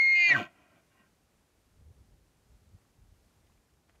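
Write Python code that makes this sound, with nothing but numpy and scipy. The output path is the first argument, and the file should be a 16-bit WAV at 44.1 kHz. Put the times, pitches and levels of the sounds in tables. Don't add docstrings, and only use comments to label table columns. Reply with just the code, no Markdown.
import sys
import numpy as np
from scipy import signal
from scipy.fft import rfft, irfft, next_fast_len
from scipy.io import wavfile
from scipy.ndimage import map_coordinates

SR = 44100
rng = np.random.default_rng(int(sys.argv[2]) if len(sys.argv) > 2 else 0)


def generate_wav(signal):
    frames = np.transpose(np.atleast_2d(signal))
    scaled = np.clip(frames, -1, 1) * 32767
    pcm = np.round(scaled).astype(np.int16)
    wavfile.write(sys.argv[1], SR, pcm)


N = 176400

# (time [s], pitch [Hz], level [dB])
LOWER_WHISTLE = [(0, 2147, -21), (.05, 2137, -22), (.14, 2131, -22), (.2, 2110, -23), (.26, 2078, -24),
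                 (.28, 2040, -27), (.295, 1988, -34), (.302, 1968, -24), (.31, 1950, -19),
                 (.322, 1905, -18), (.331, 1865, -21), (.337, 1800, -29), (.344, 1680, -33),
                 (.351, 1560, -22), (.359, 1350, -40), (.365, 1190, -28), (.373, 1030, -45),
                 (.39, 800, -90)]
UPPER_WHISTLE = [(0, 2480, -54), (.135, 2496, -47), (.148, 2494, -43), (.157, 2490, -34), (.2, 2474, -29),
                 (.26, 2420, -26), (.285, 2406, -25), (.3, 2381, -24), (.31, 2322, -27), (.32, 2240, -26),
                 (.331, 2160, -29), (.337, 2060, -29), (.341, 1960, -30), (.345, 1890, -18),
                 (.35, 1800, -28), (.358, 1555, -24), (.363, 1500, -30), (.37, 1330, -44),
                 (.384, 1035, -36), (.39, 860, -46), (.396, 700, -31), (.4, 480, -42), (.406, 340, -29),
                 (.413, 280, -38), (.42, 225, -34), (.43, 170, -48), (.45, 150, -90)]
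# (multiple of lower pitch, multiple of upper pitch, level [dB],
# rise with the lower's level [dB per dB], rise with the upper's level [dB per dB])
MIXED_TONES = [(-1, 2, -37, .1, 1.15), (-2, 3, -52, .1, 1.5), (2, -1, -49, .2, 1.1), (2, 0, -47, .6, -.08),
               (1, 1, -42, -.3, 1.4), (3, -1, -55, .3, .5), (3, 0, -61, .3, 0), (2, 1, -54, -.2, 1.1),
               (1, 2, -65, -.4, 2.2), (0, 2, -60, 0, 1.2), (-2, 2, -53, .9, 1.4), (-1, 1, -62, .3, 2.2),
               (-3, 3, -62, .3, 1.5), (4, -2, -64, .3, .9), (-1, 3, -62, .6, 1.3), (5, 0, -82, .5, 0)]
# (time [s], pitch [Hz], voice level [dB], breath level [dB])
GRUNT_SHAPE = [(0, 140.1, -88, -57), (.14, 139.8, -87, -67.5), (.2, 139.5, -80, -60.5),
               (.272, 139.3, -76, -57.5), (.285, 140.3, -59.5, -43.5), (.32, 137.3, -50, -38),
               (.355, 140.1, -38.5, -36.5), (.385, 113.5, -42, -34.5), (.41, 98.96, -49.5, -39),
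               (.43, 87.7, -62.5, -41.5), (.46, 86.04, -70, -52), (.49, 80.64, -90, -72),
               (.53, 80, -99, -92.5)]
# (frequency [Hz], width [Hz], gain [dB])
THROAT_RESONANCES = [(199.9, 132, -13), (334, 50, -4), (605, 35, -2.5), (707, 19, 3), (1050, 60, -3.5),
                     (1375, 40, -4.5), (1547.6, 28, -3), (1913, 45, -2), (2265, 110, -7), (2477, 120, -5),
                     (2860, 140, -8.5), (3245, 100, -12), (3584, 38, -14.5), (4346, 400, -23.5),
                     (6700, 460, -29)]
# (delay [s], smear [s], grunt gain [dB], whistle gain [dB])
HILL_ECHOES = [(.05, 0.049, -26, -47), (.2, 0.1045, -28, -55), (.35, .05, -28.5, -60.5),
               (.615, 0.022, -30, -63), (.92, 0.096, -38, -75)]
# (time [s], level [dB])
WIND_LEVELS = [(0.5, -74.5), (0.71, -84), (1.39, -73.5), (1.5, -92), (1.53, -72), (1.65, -67), (1.77, -57),
               (1.91, -58), (1.94, -63), (1.97, -58), (2.08, -60), (2.1, -62), (2.15, -53.5), (2.34, -69),
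               (2.72, -58), (2.75, -49), (2.79, -70), (2.97, -69), (2.99, -57.5), (3.21, -66.5),
               (3.24, -64.5), (3.3, -73), (3.35, -67), (3.78, -70), (3.8, -84), (4.0, -65.5)]
# (frequency [Hz], relative level [dB])
WIND_SPECTRUM = [(12, -45), (20, -8.5), (43, 3), (73, -1), (259, -24.5), (349, -29.5), (386, -27),
                 (600, -32.5), (780, -61), (1320, -120)]
# (time [s], peak level [dB], pitch [Hz])
WIND_PUFFS = [(2.674, -50, 70), (2.726, -55, 69), (2.746, -43.5, 69.6), (2.999, -52, 70),
              (3.089, -53, 70.5)]
# (time [s], level [dB], pitch [Hz])
BRUSH_TICKS = [(.6, -63, 6200), (1.645, -63, 6200), (2.692, -59, 6400), (2.817, -65, 2000),
               (2.852, -61, 1300), (3.31, -65, 1350), (3.472, -60, 2940), (3.499, -60, 1050),
               (3.522, -63, 2570), (3.578, -61, 2350), (3.739, -60, 6530), (3.896, -59, 2300)]
# (start [s], length [s], level [dB])
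BRUSH_RUSTLES = [(3.89, 0.022, -67), (3.92, .04, -80), (3.948, 0.019, -69)]
# (frequency [Hz], relative level [dB])
AIR_SPECTRUM = [(35, -32.5), (60, -5), (86, -4.5), (136, -7.5), (202, -6.5), (360, -11.5), (628, -15.5),
                (1000, -18.5), (1910, -22.5), (3500, -25.5), (6500, -26), (8000, -27), (11000, -29.5),
                (14500, -33.5), (15700, -42)]


def whistles():
    wander_hz, haze_db, haze_hz, rasp_db, rasp_hz = 4, -25.5, 380, -73.5, 5500
    plunge_s, ring_db, direct_drop_db = .325, 4, 6
    t = np.arange(N) / SR
    low_hz, low_db = curves(LOWER_WHISTLE)
    up_hz, up_db = curves(UPPER_WHISTLE)
    low_phase = 2 * np.pi * np.cumsum(low_hz + wander_hz * wobble(60)) / SR
    up_phase = 2 * np.pi * np.cumsum(up_hz + wander_hz * wobble(60)) / SR
    tones = amp(low_db + .35 * wobble(45)) * np.sin(low_phase)
    tones += amp(up_db + 1.05 * wobble(45)) * np.sin(up_phase)
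    haze = amp(haze_db) * unit(filtered(noise(), lambda f: 1 / (1 + (f / haze_hz) ** 4)))
    plunge = np.clip((t - plunge_s) / .02, 0, 1)
    direct = tones * amp(-direct_drop_db * plunge) * (1 + .2 * haze)
    ringing = filtered(tones * (3 * haze + amp(ring_db) * plunge), throat)
    mixed = mixed_tones(low_phase, up_phase, low_db, up_db)
    rasp = unit(filtered(noise(), lambda f: 1 / (1 + (rasp_hz / (f + 1)) ** 4)))
    rasp *= amp(rasp_db + 1.9 * wobble(30))
    fade = np.clip((.345 - t) / .012, 0, 1)
    return np.sqrt(2) * (direct + ringing + fade * mixed) + fade * rasp


def mixed_tones(low_phase, up_phase, low_db, up_db):
    low_usual_db, up_usual_db, break_s = -23, -26, .3
    t, out = np.arange(N) / SR, np.zeros(N)
    roughness = .28 + 1.6 * np.clip((t - break_s) / .02, 0, 1)
    for low_times, up_times, db, low_follow, up_follow in MIXED_TONES:
        level_db = db + low_follow * (low_db - low_usual_db) + up_follow * (up_db - up_usual_db)
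        tone = amp(level_db + 1.5 * wobble(49.25)) * np.sin(low_times * low_phase + up_times * up_phase)
        out += tone * (1 + roughness * wobble(500)) / np.sqrt(1 + roughness ** 2)
    return out


def grunt():
    jitter, dull_above_hz, overtones_db, octave_db, hiss_db, hiss_hz = .04, 264, -5.5, -11, -25.5, 6000
    hz, voice_db, breath_db = curves(GRUNT_SHAPE)
    cycles = np.cumsum(hz * (1 + jitter * wobble(130))) / SR
    phase = 2 * np.pi * cycles
    pulses = np.diff(np.floor(cycles), prepend=0) * amp(2.4 * wobble(110))
    overtones = unit(filtered(pulses, lambda f: throat(f) / (1 + 1j * f / dull_above_hz)))
    hum = np.sqrt(2) * (np.sin(phase) + amp(octave_db) * np.sin(2 * phase))
    voice = amp(voice_db) * (hum + amp(overtones_db) * overtones)
    breath = amp(breath_db) * noise() * (1 + .527 * np.cos(phase))
    throat_gain = np.std(filtered(noise(), throat))
    hiss = amp(hiss_db) * filtered(breath, lambda f: f / (f + hiss_hz))
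    return voice + filtered(breath, throat) / throat_gain + hiss


def throat(f):
    return sum((-1) ** k * amp(db) * 1j * f * width / (hz * hz - f * f + 1j * f * width)
               for k, (hz, width, db) in enumerate(THROAT_RESONANCES))


def hill_echoes(grunt_sound, whistle_sound):
    scatter_hz, dull_above_hz = 150, 3300
    t, out = np.arange(2 * SR) / SR, np.zeros(N)
    for delay, smear, grunt_db, whistle_db in HILL_ECHOES:
        age = np.clip(t - delay, 0, None) / smear
        tail = rng.standard_normal(len(t)) * age * np.exp(-2.5 * age)
        call = amp(grunt_db) * grunt_sound + amp(whistle_db) * whistle_sound
        out += signal.fftconvolve(call * wobble(scatter_hz), tail / np.linalg.norm(tail))[:N]
    return filtered(out, lambda f: 1 / (1 + (f / dull_above_hz) ** 3))


def wind():
    t = np.arange(N) / SR
    level_db, = curves(WIND_LEVELS)
    lumps = amp(2.5 * wobble(22))
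    out = amp(level_db) * unit(lumps * coloured_noise(WIND_SPECTRUM))
    for time, db, hz in WIND_PUFFS:
        cycles = (t - time) * hz - .3
        out -= amp(db) * np.cos(2 * np.pi * cycles) * np.exp(-(1.9 * cycles) ** 2)
    return out


def brush():
    ring_cycles, rustle_hz = 5, 1900
    t, ticks = np.arange(N) / SR, np.zeros(N)
    for time, db, hz in BRUSH_TICKS:
        cycles = np.clip(t - time, 0, 1) * hz
        ticks += amp(db) * np.sin(2 * np.pi * cycles) * np.exp(-3 * cycles / ring_cycles)
    swells = sum(amp(db) * np.exp(-(2 * (t - start) / length - 1) ** 2)
                 for start, length, db in BRUSH_RUSTLES)
    grains = noise() * amp(3 * wobble(400))
    rustle = unit(filtered(grains, lambda f: f / (f + 500) / (1 + (f / rustle_hz) ** 2.6)))
    return ticks + swells * rustle


def air():
    level_db = -71 + .7 * wobble(3.2) + .27 * wobble(10.766)
    return amp(level_db) * coloured_noise(AIR_SPECTRUM)


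def amp(db):
    return 10 ** (np.asarray(db) / 20)


def unit(x):
    return x / np.sqrt(np.mean(x ** 2) + 1e-20)


def curves(rows):
    times, *columns = np.transpose(rows)
    return [np.interp(np.arange(N) / SR, times, column) for column in columns]


def wobble(rate):
    return map_coordinates(rng.standard_normal(int(N * rate / SR) + 4), [np.arange(N) * rate / SR])


def filtered(x, response):
    size = next_fast_len(N + SR // 2)
    return irfft(rfft(x, size) * response(np.fft.rfftfreq(size, 1 / SR)), size)[:N]


def noise():
    return rng.standard_normal(N)


def coloured_noise(spectrum):
    hz, db = np.transpose(spectrum)
    return unit(filtered(noise(), lambda f: amp(np.interp(np.log(f + 1), np.log(hz + 1), db))))


def scene():
    whistle_sound, grunt_sound = whistles(), grunt()
    echoes = hill_echoes(grunt_sound, whistle_sound)
    return (whistle_sound + grunt_sound + echoes + wind() + brush() + air())[None]


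def record(dry):
    bass_hz, top_hz = 38, 15750
    return filtered(dry[0], lambda f: (f < top_hz) / (1 + (bass_hz / (f + 1)) ** 3))[None]


dry = scene()
out = record(dry)
generate_wav(out)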